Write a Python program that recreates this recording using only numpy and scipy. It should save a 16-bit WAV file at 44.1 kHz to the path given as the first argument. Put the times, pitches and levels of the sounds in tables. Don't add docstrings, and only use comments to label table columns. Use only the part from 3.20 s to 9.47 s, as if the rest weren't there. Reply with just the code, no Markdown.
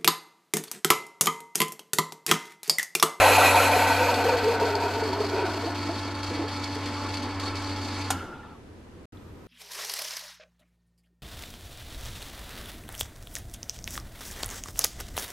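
import sys
import numpy as np
from scipy import signal
from scipy.fft import rfft, irfft, next_fast_len
from scipy.io import wavfile
from scipy.ndimage import uniform_filter1d, map_coordinates

SR = 44100
rng = np.random.default_rng(int(sys.argv[2]) if len(sys.argv) > 2 else 0)


def materialize(psi):
    bounded = np.clip(np.atleast_2d(psi).T, -1, 1)
    quanta = np.round(bounded * 32767).astype(np.int16)
    wavfile.write(sys.argv[1], SR, quanta)


N = 276507
TIME = np.arange(N) / SR

# time_s, stroke_rate_hz, hum_db, buzz_db
PUMP_RUN = [(0, 95.43, -32.5, -36.5), (.7, 94.7, -34, -37.5), (1.2, 96.7, -37.5, -40.5),
            (1.6, 95.23, -37.5, -39.5), (2, 96.8, -37.5, -38.5), (2.8, 96.86, -37.5, -39),
            (3.5, 96.08, -38, -39), (4.3, 96.15, -36.5, -39.5), (4.9, 95.7, -37, -39.5),
            (4.95, 90.7, -34, -39), (5.0, 89.8, -43, -54), (5.06, 86, -50, -59), (5.2, 81.4, -53, -54)]
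# burst_s, choke_length_s, choke_depth_db, burst_level_db
DROP_SPITS = [(0.178, 0.007, 10, -38), (0.355, 0.047, 5, -26), (0.511, 0.026, 5, -40),
              (0.67, 0.022, 5, -30), (0.941, 0.015, 6, -27), (1.04, 0.015, 9, -30), (1.169, .02, 5, -33),
              (1.222, 0.04, 6, -45), (1.241, .02, 3, -33), (1.277, 0.017, 4, -39), (1.397, 0.054, 10, -35),
              (1.552, .02, 7, -28), (1.599, 0.028, 7, -43), (1.836, .03, 5, -36), (1.929, 0.033, 7, -38),
              (2.002, 0.095, 4, -41), (2.096, .02, 1, -37), (2.249, 0.067, 6.5, -49),
              (2.318, 0.019, 3, -40), (2.546, 0.039, 9, -41), (2.943, 0.03, 9, -44),
              (3.031, 0.05, 2.5, -34), (3.278, 0.11, 7.5, -60), (3.362, 0.021, 1, -43),
              (3.441, .02, -4, -32.5), (3.657, 0.091, 4.5, -37), (3.886, 0.053, 5, -50),
              (3.941, 0.018, -2, -34), (3.97, 0.014, 3, -34), (4.021, 0.024, 8, -44),
              (4.197, 0.18, 8.5, -31.5), (4.351, 0.053, 9, -51), (4.561, 0.028, 6, -41),
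              (4.612, 0.022, 6, -57), (4.897, 0.024, 2, -60)]
# frequency_hz, likeness (0-1)
AIR_LIKENESS = [(60, 0.99), (400, 0.98), (1500, 0.97), (2100, 0.94), (2500, 0.99), (3200, 0.95),
                (4000, 0.81), (4600, 0.99), (5100, 0.42), (6500, 0.28), (9000, 0.5), (11000, 0.29),
                (14500, .6)]
# from_s, to_s
SILENT_SPAN = (5.855, 5.923)


def amp(db):
    return 10 ** (np.asarray(db) / 20)


def unit(x):
    return x / np.sqrt(np.mean(np.abs(x) ** 2) + 1e-20)


def along(points, hz):
    f, v = np.transpose(points)
    return np.interp(np.log(hz + 1), np.log(f + 1), v)


def curves(rows):
    s, *cols = np.transpose(rows)
    return [np.interp(TIME, s, c) for c in cols]


def fade(start, length):
    return np.clip(1 - (TIME - start) / length, 0, 1)


def wobble(rate):
    coarse = TIME[::32]
    knots = rng.standard_normal(int(N * rate / SR) + 4)
    return np.interp(TIME, coarse, map_coordinates(knots, [coarse * rate]))


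def filtered(x, response):
    m = next_fast_len(N + SR // 4)
    return irfft(rfft(x, m) * response(np.fft.rfftfreq(m, 1 / SR)), m)[..., :N]


def resonant(peaks, base_db):
    def gain(f):
        power = sum(amp(2 * db) / (1 + (2 * (f - c) / w) ** 2) for c, w, db in peaks)
        return np.sqrt(amp(2 * base_db) + power)
    return gain


def band(lo_hz, hi_hz):
    return lambda f: 1 / np.sqrt((1 + (lo_hz / (f + 1)) ** 4) * (1 + (f / hi_hz) ** 4))


def rush(gain, alike, patchy_db):
    z = signal.stft(rng.standard_normal((2, N)), nperseg=512)[2]
    field = uniform_filter1d(rng.standard_normal(z.shape[1:]), size=6, axis=0)
    field = uniform_filter1d(field, size=6, axis=1)
    pair = signal.istft(z * amp(patchy_db * unit(field)), nperseg=512)[1][:, :N]

    def mid_side_gain(hz):
        turn = np.arccos(np.clip(along(alike, hz), -1, 1)) / 2
        return gain(hz) * np.array([np.cos(turn), np.sin(turn)])

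    mid, side = filtered(pair, mid_side_gain)
    return unit(np.array([mid + side, mid - side]))


def narrow(hz, width_hz, steady):
    pole = np.exp(-np.pi * width_hz / SR)
    noise = rng.standard_normal(N) + 1j * rng.standard_normal(N)
    swell = signal.lfilter([1], [1, -2 * pole, pole * pole], noise)
    swell = swell / (np.abs(unit(swell)) + 0.35) ** np.clip(steady, 0, 1)
    return unit(np.real(swell * np.exp(2j * np.pi * np.cumsum(hz) / SR)))


def kitchen():
    # frequency_hz, relative_level_db (per Hz)
    room_colour = [(12, -45), (25, -8.5), (60, -7.5), (85, 1.5), (125, -8.5), (170, -9.5), (230, -6.5),
                   (480, -12.5), (610, -19.5), (1240, -23), (2150, -29), (11600, -46), (14900, -62)]
    # frequency_hz, likeness (0-1)
    room_likeness = [(25, .999), (60, 1), (180, 0.9), (540, 0.5), (1610, 0.12), (14500, 0.18)]
    # pitch_hz, level_db
    whine_tones = [(13006, -80)]
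    # start_s, level_db
    nail_ticks = [(5.972, -52.5)]
    # pitch_hz, relative_level_db
    carton_tones = [(3500, 1), (3920, -2)]
    # pitch_hz, width_hz, relative_level_db
    murmur_peaks = [(800, 150, -3), (1290, 70, 3)]
    # time_s, level_db
    murmur_points = [(5.92, -64), (6.1, -63), (6.14, -72), (6.18, -62), (6.27, -67)]
    later = TIME > SILENT_SPAN[1]
    room = rush(lambda f: amp(along(room_colour, f)), room_likeness, patchy_db=0.0)
    room = amp(-46.5 + 0.52 * later) * room
    whine = sum(np.sqrt(2) * amp(db + .9 * wobble(30)) * np.sin(2 * np.pi * hz * TIME)
                for hz, db in whine_tones)
    tick = np.zeros(N)
    for s, db in nail_ticks:
        decay = (TIME > s) * amp(db - 60 * np.abs(TIME - s) / .03)
        tick += decay * sum(amp(level) * np.sin(2 * np.pi * hz * (TIME - s)) for hz, level in carton_tones)
    murmur = rush(resonant(murmur_peaks, base_db=-30), AIR_LIKENESS, patchy_db=2.5)
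    murmur = amp(curves(murmur_points)[0]) * murmur
    return room + (whine + murmur) * later + tick


def relay():
    # start_s, relative_level_db
    contacts = [(4.903, -4), (4.911, -27), (4.92, -27)]
    # pitch_hz, relative_level_db, t60_s
    case_modes = [(776, -2, 0.042), (1050, -9, .03), (1401, -3, 0.025), (2225, -26, 0.15),
                  (3260, -10.5, 0.035), (3607, -14, 0.038), (5650, -30, 0.095), (6330, -23, 0.086),
                  (6864, -18, 0.11), (8700, -13, 0.06)]
    out, t = np.zeros((2, N)), TIME[:SR // 4]
    for s, db in contacts:
        ring = sum(amp(level - 60 * t / t60) * np.sin(2 * np.pi * hz * t) for hz, level, t60 in case_modes)
        noise = rng.standard_normal(len(t)) + 0.14 * rng.standard_normal((2, len(t)))
        rattle = amp(-5.0 - 60 * t / 0.067) * noise
        start = round(s * SR)
        out[:, start:start + len(t)] += amp(db - 8.0) * (ring + rattle) * (1 - np.exp(-t / 0.002))
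    return signal.lfilter(*signal.butter(2, 11000, fs=SR), out)


def sigh():
    # pitch_hz, width_hz, relative_level_db
    vent_peaks = [(300, 170, 12.5), (840, 550, 4.5), (1340, 180, 9), (3400, 790, -7.5), (2160, 46, 3),
                  (2650, 54, -3), (2930, 43, 2)]
    since = np.maximum(TIME - 4.93, 0)
    vent = resonant(vent_peaks, base_db=-14.0)
    low = rush(lambda f: vent(f) * band(110, 4200)(f), AIR_LIKENESS, patchy_db=2.5)
    high = rush(band(2300, 5700), AIR_LIKENESS, patchy_db=1.5)
    whistle = narrow(1390 - 130 * since, width_hz=106, steady=.97)
    low_whistle = narrow(860 + 0 * since, width_hz=120, steady=.5)
    leak = amp(-37.5 - 40 * since) * low + amp(-44 - 120 * since) * high
    slackening_db = 6 * (1.0 - fade(5.13, 0.036))
    leak += amp(-42.5 - 20 * since - slackening_db) * whistle
    leak += amp(-50 - 17 * since + 2.9 * wobble(30)) * low_whistle
    return leak * (1 - fade(4.905, 0.011)) * fade(5.33, 0.075)


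def pump():
    # multiple_of_stroke_rate, relative_level_db
    buzz_orders = [(2, -27), (3, -0.5), (4, -22), (5, -16), (6, -15), (7, -16.5), (8, -16), (9, -5.5),
                   (10, -10.5), (11, -11), (12, -22), (13, -31), (14, -20), (15, -17.5), (16, -26),
                   (18, -15.5), (19, -19), (21, -22.5)]
    hz, hum_db, buzz_db = curves(PUMP_RUN)
    phase = 2 * np.pi * np.cumsum(hz) / SR
    buzz = np.zeros(N)
    for k, level in buzz_orders:
        waver = 0.034 * k * wobble(25) + rng.uniform(0, 2 * np.pi)
        buzz += amp(level + 0.14 * k * wobble(12)) * np.sin(k * phase + waver)
    shaft = amp(-49.5 - 11 * np.abs(TIME - 4.3)) * np.sin(phase / 5)
    hum = amp(hum_db + 0.32 * wobble(25)) * np.sin(phase)
    return np.sqrt(2) * (hum + amp(buzz_db) * buzz + shaft) * fade(5.15, 0.1)


def gurgle():
    # time_s, pitch_hz, level_db
    pocket_points = [(0, 530, -40), (.3, 513.3, -36), (.6, 476.6, -38), (.86, 514, -29),
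                     (.92, 494.3, -30.5), (.96, 469.5, -36), (1.03, 461, -31.5), (1.055, 465, -23.5),
                     (1.11, 487, -28.5), (1.14, 481, -24.5), (1.21, 477.5, -33), (1.25, 451, -23.5),
                     (1.29, 444, -23.5), (1.34, 448, -32.5), (1.37, 451.6, -24.5), (1.39, 457, -41),
                     (1.42, 462, -22), (1.47, 433.3, -29.5), (1.5, 426.6, -32), (1.57, 423.5, -30.5),
                     (1.61, 438, -36), (1.64, 430, -29), (1.74, 420.5, -38), (1.79, 454, -28.5),
                     (1.81, 440.4, -49), (1.85, 430.3, -32.5), (1.91, 386, -34), (1.94, 402, -34),
                     (2.04, 413.3, -35.5), (2.08, 419.5, -36), (2.12, 389.4, -32.5), (2.19, 418.4, -34),
                     (2.26, 390.7, -34.5), (2.3, 380, -43), (2.35, 397, -32.5), (2.39, 389, -44),
                     (2.46, 350.5, -38), (2.5, 344.5, -44), (2.6, 336.4, -44)]
    # time_s, level_change_db
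    song_points = [(0, 0), (.3, 0), (.45, -0.5), (.65, 1), (.95, -4.5), (1.1, -5), (1.3, -6), (1.45, -5),
                   (1.8, -8.5), (1.9, -13), (1.95, -12), (2.07, -15), (2.2, -4), (2.3, -10), (2.39, -13.5),
                   (2.48, -11.5), (2.6, -24)]
    # pitch_hz, drift_hz_per_s, width_hz, level_db, level_change_db_per_s
    pipe_modes = [(743, -30, 110, -29.5, 0.5), (885.4, 24, 52, -27, -1), (1520, -20, 107, -31, -1)]
    hz, db = curves(pocket_points)
    song_db, = curves(song_points)
    lumps = wobble(34.95)
    pocket_hz = hz + 9.6 * wobble(25.05)
    pocket = amp(db + 1.4 * lumps) * narrow(pocket_hz, width_hz=56.4, steady=0.78)
    pipe = np.zeros(N)
    for mode_hz, drift, width_hz, level_db, slope_db in pipe_modes:
        swell = amp(level_db + slope_db * TIME + 1.5 * wobble(22.04))
        pipe += swell * narrow(mode_hz + drift * TIME + 14 * wobble(30), width_hz, steady=0.29)
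    return (pocket + amp(song_db + 0.44 * lumps) * pipe) * fade(2.73, 0.27)


def froth(count=900):
    draw = rng.random((count, 4))
    start = (2.4 * draw[:, 0] ** 2 * SR).astype(int)
    hz = 480 * 4.04 ** draw[:, 1:2]
    size_db = -30 - 3 * np.log(draw[:, 2:3] + 0.089) - 5.8 * start[:, None] / SR
    cycles = hz * TIME[:SR // 25]
    envelope = amp(size_db - 1.4 * cycles) * (1 - np.exp(-cycles / 0.18))
    glide = 1 + 0.0166 * (draw[:, 3:] - .25) * cycles
    grains = envelope * np.sin(2 * np.pi * cycles * glide)
    return np.bincount((start[:, None] + np.arange(SR // 25)).ravel(), grains.ravel(), N)


def plops(rows, t60, rise):
    out, splash, t = np.zeros(N + SR), np.zeros(N + SR), TIME[:SR // 10]
    swell = (1 - np.exp(-t / 0.0037)) * amp(-60 * t / t60)
    swell *= np.clip(5 - 50 * t, 0, 1)
    spill = (1 - np.exp(-t / 0.0031)) * amp(-14.5 - 60 * t / 0.14)
    for s, db, hz in rows:
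        wander = np.cumsum(rng.standard_normal(len(t))) / 25
        tone = np.sin(2 * np.pi * hz * t * (1 + rise * t) + 0.26 * wander)
        start = round(s * SR)
        out[start:][:len(t)] += amp(db) * swell / swell.max() * tone
        splash[start:][:len(t)] += amp(db) * spill
    splash_band = signal.butter(2, [260, 900], "band", fs=SR, output="sos")
    wet = signal.sosfilt(splash_band, rng.standard_normal(N))
    return out[:N] + splash[:N] * unit(wet)


def trailing(rows, count=3):
    draw = rng.random((len(rows), count, 3))
    return [(s + .015 + .07 * a, db - 9 - 6 * b, hz * np.exp(.3 * (3 * c - 1)))
            for (s, db, hz), some in zip(rows, draw) for a, b, c in some]


def counter(x):
    t = TIME[:SR // 10]
    tail = rng.standard_normal(len(t)) * amp(-60 * t / .05)
    echo = amp(-23) * signal.fftconvolve(x, tail / np.linalg.norm(tail))[:N]
    return np.array([x + echo, x - echo])


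def bubbling():
    # start_s, peak_db, pitch_hz
    large_bubbles = [(.034, -20, 710), (.043, -22, 1530), (.205, -19.5, 915), (.21, -20, 1145),
                     (.21, -19, 1320), (.28, -21.5, 730), (.285, -26, 1316), (.397, -18, 1323),
                     (.545, -18.5, 723), (1.052, -23, 462), (1.125, -20, 487), (.058, -14.5, 880),
                     (.18, -12, 722), (.231, -14, 730), (.343, -12, 888), (.369, -18.5, 718),
                     (.561, -19.5, 439), (.619, -19, 883), (.658, -27, 750), (.81, -18, 902),
                     (.886, -20, 929), (.865, -22, 560), (1.05, -23.5, 702), (1.088, -17, 900),
                     (1.41, -21.5, 924), (1.62, -24, 936), (1.822, -21, 421), (1.928, -24.5, 927),
                     (2.003, -18, 419), (2.133, -23, 376.6), (2.171, -21.5, 423.3), (2.235, -25, 352),
                     (2.27, -29, 672), (2.279, -25.5, 301), (2.435, -27, 451), (2.46, -25.5, 320.6),
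                     (2.47, -29.5, 672), (2.47, -34, 940), (2.69, -25.5, 322.7), (2.692, -28, 663),
                     (2.88, -35, 656), (3.1, -30.5, 328.5), (3.11, -31, 475), (3.145, -28, 290),
                     (3.17, -34.5, 467), (3.191, -23.5, 314), (3.215, -27, 300), (3.191, -35, 664),
                     (3.24, -28.5, 428), (3.56, -30.5, 422.4), (3.77, -33.5, 1145), (3.8, -39, 1090),
                     (3.85, -35, 1119), (4.23, -32.5, 1117)]
    # start_s, peak_db, pitch_hz
    last_drops = [(5.004, -38, 1344), (5.125, -37, 1420), (5.23, -48, 1760), (5.35, -50, 1130)]
    # start_s, peak_db, pitch_hz, glide_per_s
    sliding_bubbles = [(.008, -16, 521, 5.5), (.085, -23, 640, -3.5), (.352, -24.5, 868, -3.5),
                       (.385, -23.5, 623, -3.5), (.595, -23.5, 928, -1.2), (1.045, -26.5, 900, 0.1)]
    wet = gurgle() + froth()
    wet += plops(large_bubbles, t60=0.081, rise=0.92)
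    wet += plops(trailing(large_bubbles), t60=0.036, rise=5)
    wet += plops(last_drops, t60=0.064, rise=-0.25)
    wet += sum(plops([row[:3]], t60=0.28, rise=row[3]) for row in sliding_bubbles)
    return counter(wet)


def chokes():
    out = np.zeros(N)
    for s, length, depth_db, _ in DROP_SPITS:
        closing = np.clip((TIME - s + length) / length, 0, 1)
        opening = np.clip((TIME - s) / 0.0056, 0, 1)
        rebound = 0.069 * opening * np.exp(-np.abs(TIME - s) / 0.021)
        out += depth_db * (rebound - closing * (1 - opening))
    return out


def air():
    # time_s, level_db
    jet_level = [(0, -44), (.5, -39), (1, -38.5), (1.5, -40), (2.5, -41), (3.5, -41.5), (4.2, -41),
                 (4.9, -42)]
    # frequency_hz, relative_level_db (per Hz)
    jet_colour = [(65, -50), (110, -17), (130, -27), (156, -30), (283, -9.5), (410, -14.5), (728, -19),
                  (858, -12), (913, -16.5), (1320, -15.5), (1620, -20.5), (2210, -22), (3840, -22.5),
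                  (4440, -21.5), (14900, -48.5)]
    # pitch_hz, width_hz, relative_level_db
    shell_peaks = [(237, 24, 10.5), (1104, 25, 2.5), (1324, 36, 6), (1697, 34, 2.5), (2238, 88, 8.5),
                   (2643, 32, 6.5), (3270, 12, 10), (3540, 20, 6.5), (4430, 80, 1), (4330, 110, 7.5),
                   (4484, 91, 10.5), (4750, 130, 3), (4830, 30, 6), (5010, 79, 4.5), (5380, 420, -0.5),
                   (7340, 140, 0), (7800, 270, -3), (8870, 120, 4.5)]
    # time_s, level_db
    edge_points = [(2, -58.5), (3.4, -59), (3.7, -53.5), (3.93, -54), (4.1, -56), (4.25, -50), (4.5, -55),
                   (4.8, -52), (4.9, -55)]
    db, = curves(jet_level)
    strokes = np.sin(4 * np.pi * np.cumsum(curves(PUMP_RUN)[0]) / SR + 1.2 * wobble(19))
    shell = resonant(shell_peaks, base_db=0.5)
    colour = lambda f: amp(along(jet_colour, f)) * shell(f)
    high = rush(lambda f: colour(f) * band(2600, 30000)(f), AIR_LIKENESS, patchy_db=1.1)
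    low = rush(lambda f: colour(f) * band(30, 2600)(f), AIR_LIKENESS, patchy_db=1.44)
    choke_db = chokes()
    flutter_db = 1.6 * np.tanh(wobble(70)) + 1.8 * wobble(130) + .9 * strokes + 0.21 * wobble(15)
    puffs = amp(db + choke_db + flutter_db)
    after = TIME[:SR // 20]
    for s, _, _, burst_db in DROP_SPITS:
        burst = amp(burst_db - 60 * after / 0.033) * (1 - np.exp(-after / 0.00049))
        puffs[round(s * SR):][:len(after)] += burst
    drone_db = db + 3.5 + 0.078 * choke_db + 0.74 * wobble(16)
    edge_db, = curves(edge_points)
    edge = rush(lambda f: band(5000, 6000)(f) ** 3, AIR_LIKENESS, patchy_db=3.0)
    edge = amp(edge_db + choke_db + 1.7 * wobble(45)) * edge
    return (puffs * high + edge + amp(drone_db) * low) * fade(4.885, 0.066)


def spray():
    # time_s, level_db
    flow_points = [(0, -20), (.2, -20.5), (.4, -21.5), (.5, -24), (.8, -28.5), (1.03, -34), (1.1, -31.5),
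                   (1.4, -38.5), (1.65, -38.5), (2.05, -60), (2.19, -32.5), (2.3, -55), (2.6, -46)]
    # pitch_hz, width_hz, relative_level_db
    chamber_peaks = [(540, 140, 2.5), (1012, 29, 3), (1115, 18, -10), (1345, 28, 2), (1945, 31, 1.5),
                     (2478, 234, 1), (3270, 31, -24.5), (4130, 214, -3), (4340, 140, -21.5)]
    # pitch_hz, width_hz, relative_level_db
    nozzle_peaks = [(5570, 170, 1.5), (6500, 55, 5), (7000, 180, -1.5), (7650, 150, -2), (8010, 150, -0.5),
                    (8480, 120, -6.5), (10500, 740, -5), (11170, 300, 2), (12200, 700, -2),
                    (13460, 700, -1)]
    # frequency_hz, likeness (0-1)
    near_likeness = [(400, 0.99), (1500, 0.98), (2100, 1), (3200, .999), (4100, 0.93), (4700, 1),
                     (5100, 0.4), (6500, 0.85), (7600, 0.53), (8600, 0.53), (9600, .15), (10600, 0.98),
                     (12000, 0.68), (14000, .2)]
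    body_db, = curves(flow_points)
    choke_db = chokes()
    sink_db = 32.5 * np.tanh(np.maximum(TIME - 0.33, 0) / 1.6)
    surge = wobble(22.8)
    chamber, nozzle = resonant(chamber_peaks, base_db=-15.0), resonant(nozzle_peaks, base_db=-27.0)
    body = rush(lambda f: chamber(f) * band(420, 4500)(f) ** 2, near_likeness, patchy_db=1.5)
    fizz = rush(lambda f: nozzle(f) * band(4800, 14000)(f) ** 3, near_likeness, patchy_db=1.1)
    top = filtered(fizz, lambda f: f > 9300)
    crest = filtered(fizz, lambda f: f > 11700)
    sinking = amp(-sink_db) * (fizz - top)
    sinking += amp(0.8 - 1.4 * sink_db) * (top - crest)
    sinking += amp(-0.5 - 0.97 * sink_db) * crest
    body = amp(body_db + 0.53 * choke_db + 0.59 * surge) * body
    sinking = amp(-29.5 + choke_db + 0.56 * surge) * sinking
    return (body + sinking) * fade(2.48, 0.38)


def scene():
    # frequency_hz, phase_rad
    left_lead = [(120, 0), (200, .06), (350, .1), (700, 0), (3400, 0), (4650, -.2), (5170, -1.1),
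                 (5860, -.7), (6550, .1), (7600, -.4), (8600, 0), (9650, .3), (10700, 1.2), (14500, 1.4)]
    machine = relay() + sigh() + pump() + bubbling() + air() + spray()
    led = filtered(machine, lambda f: np.exp(.5j * along(left_lead, f) * [[1], [-1]]))
    return kitchen() + led


def record(dry):
    gap = (TIME > SILENT_SPAN[0]) & (TIME < SILENT_SPAN[1])
    return filtered(dry * ~gap, lambda hz: np.clip((15250 - hz) / 600, 0, 1) ** 2) * ~gap


dry = scene()
out = record(dry)
materialize(out)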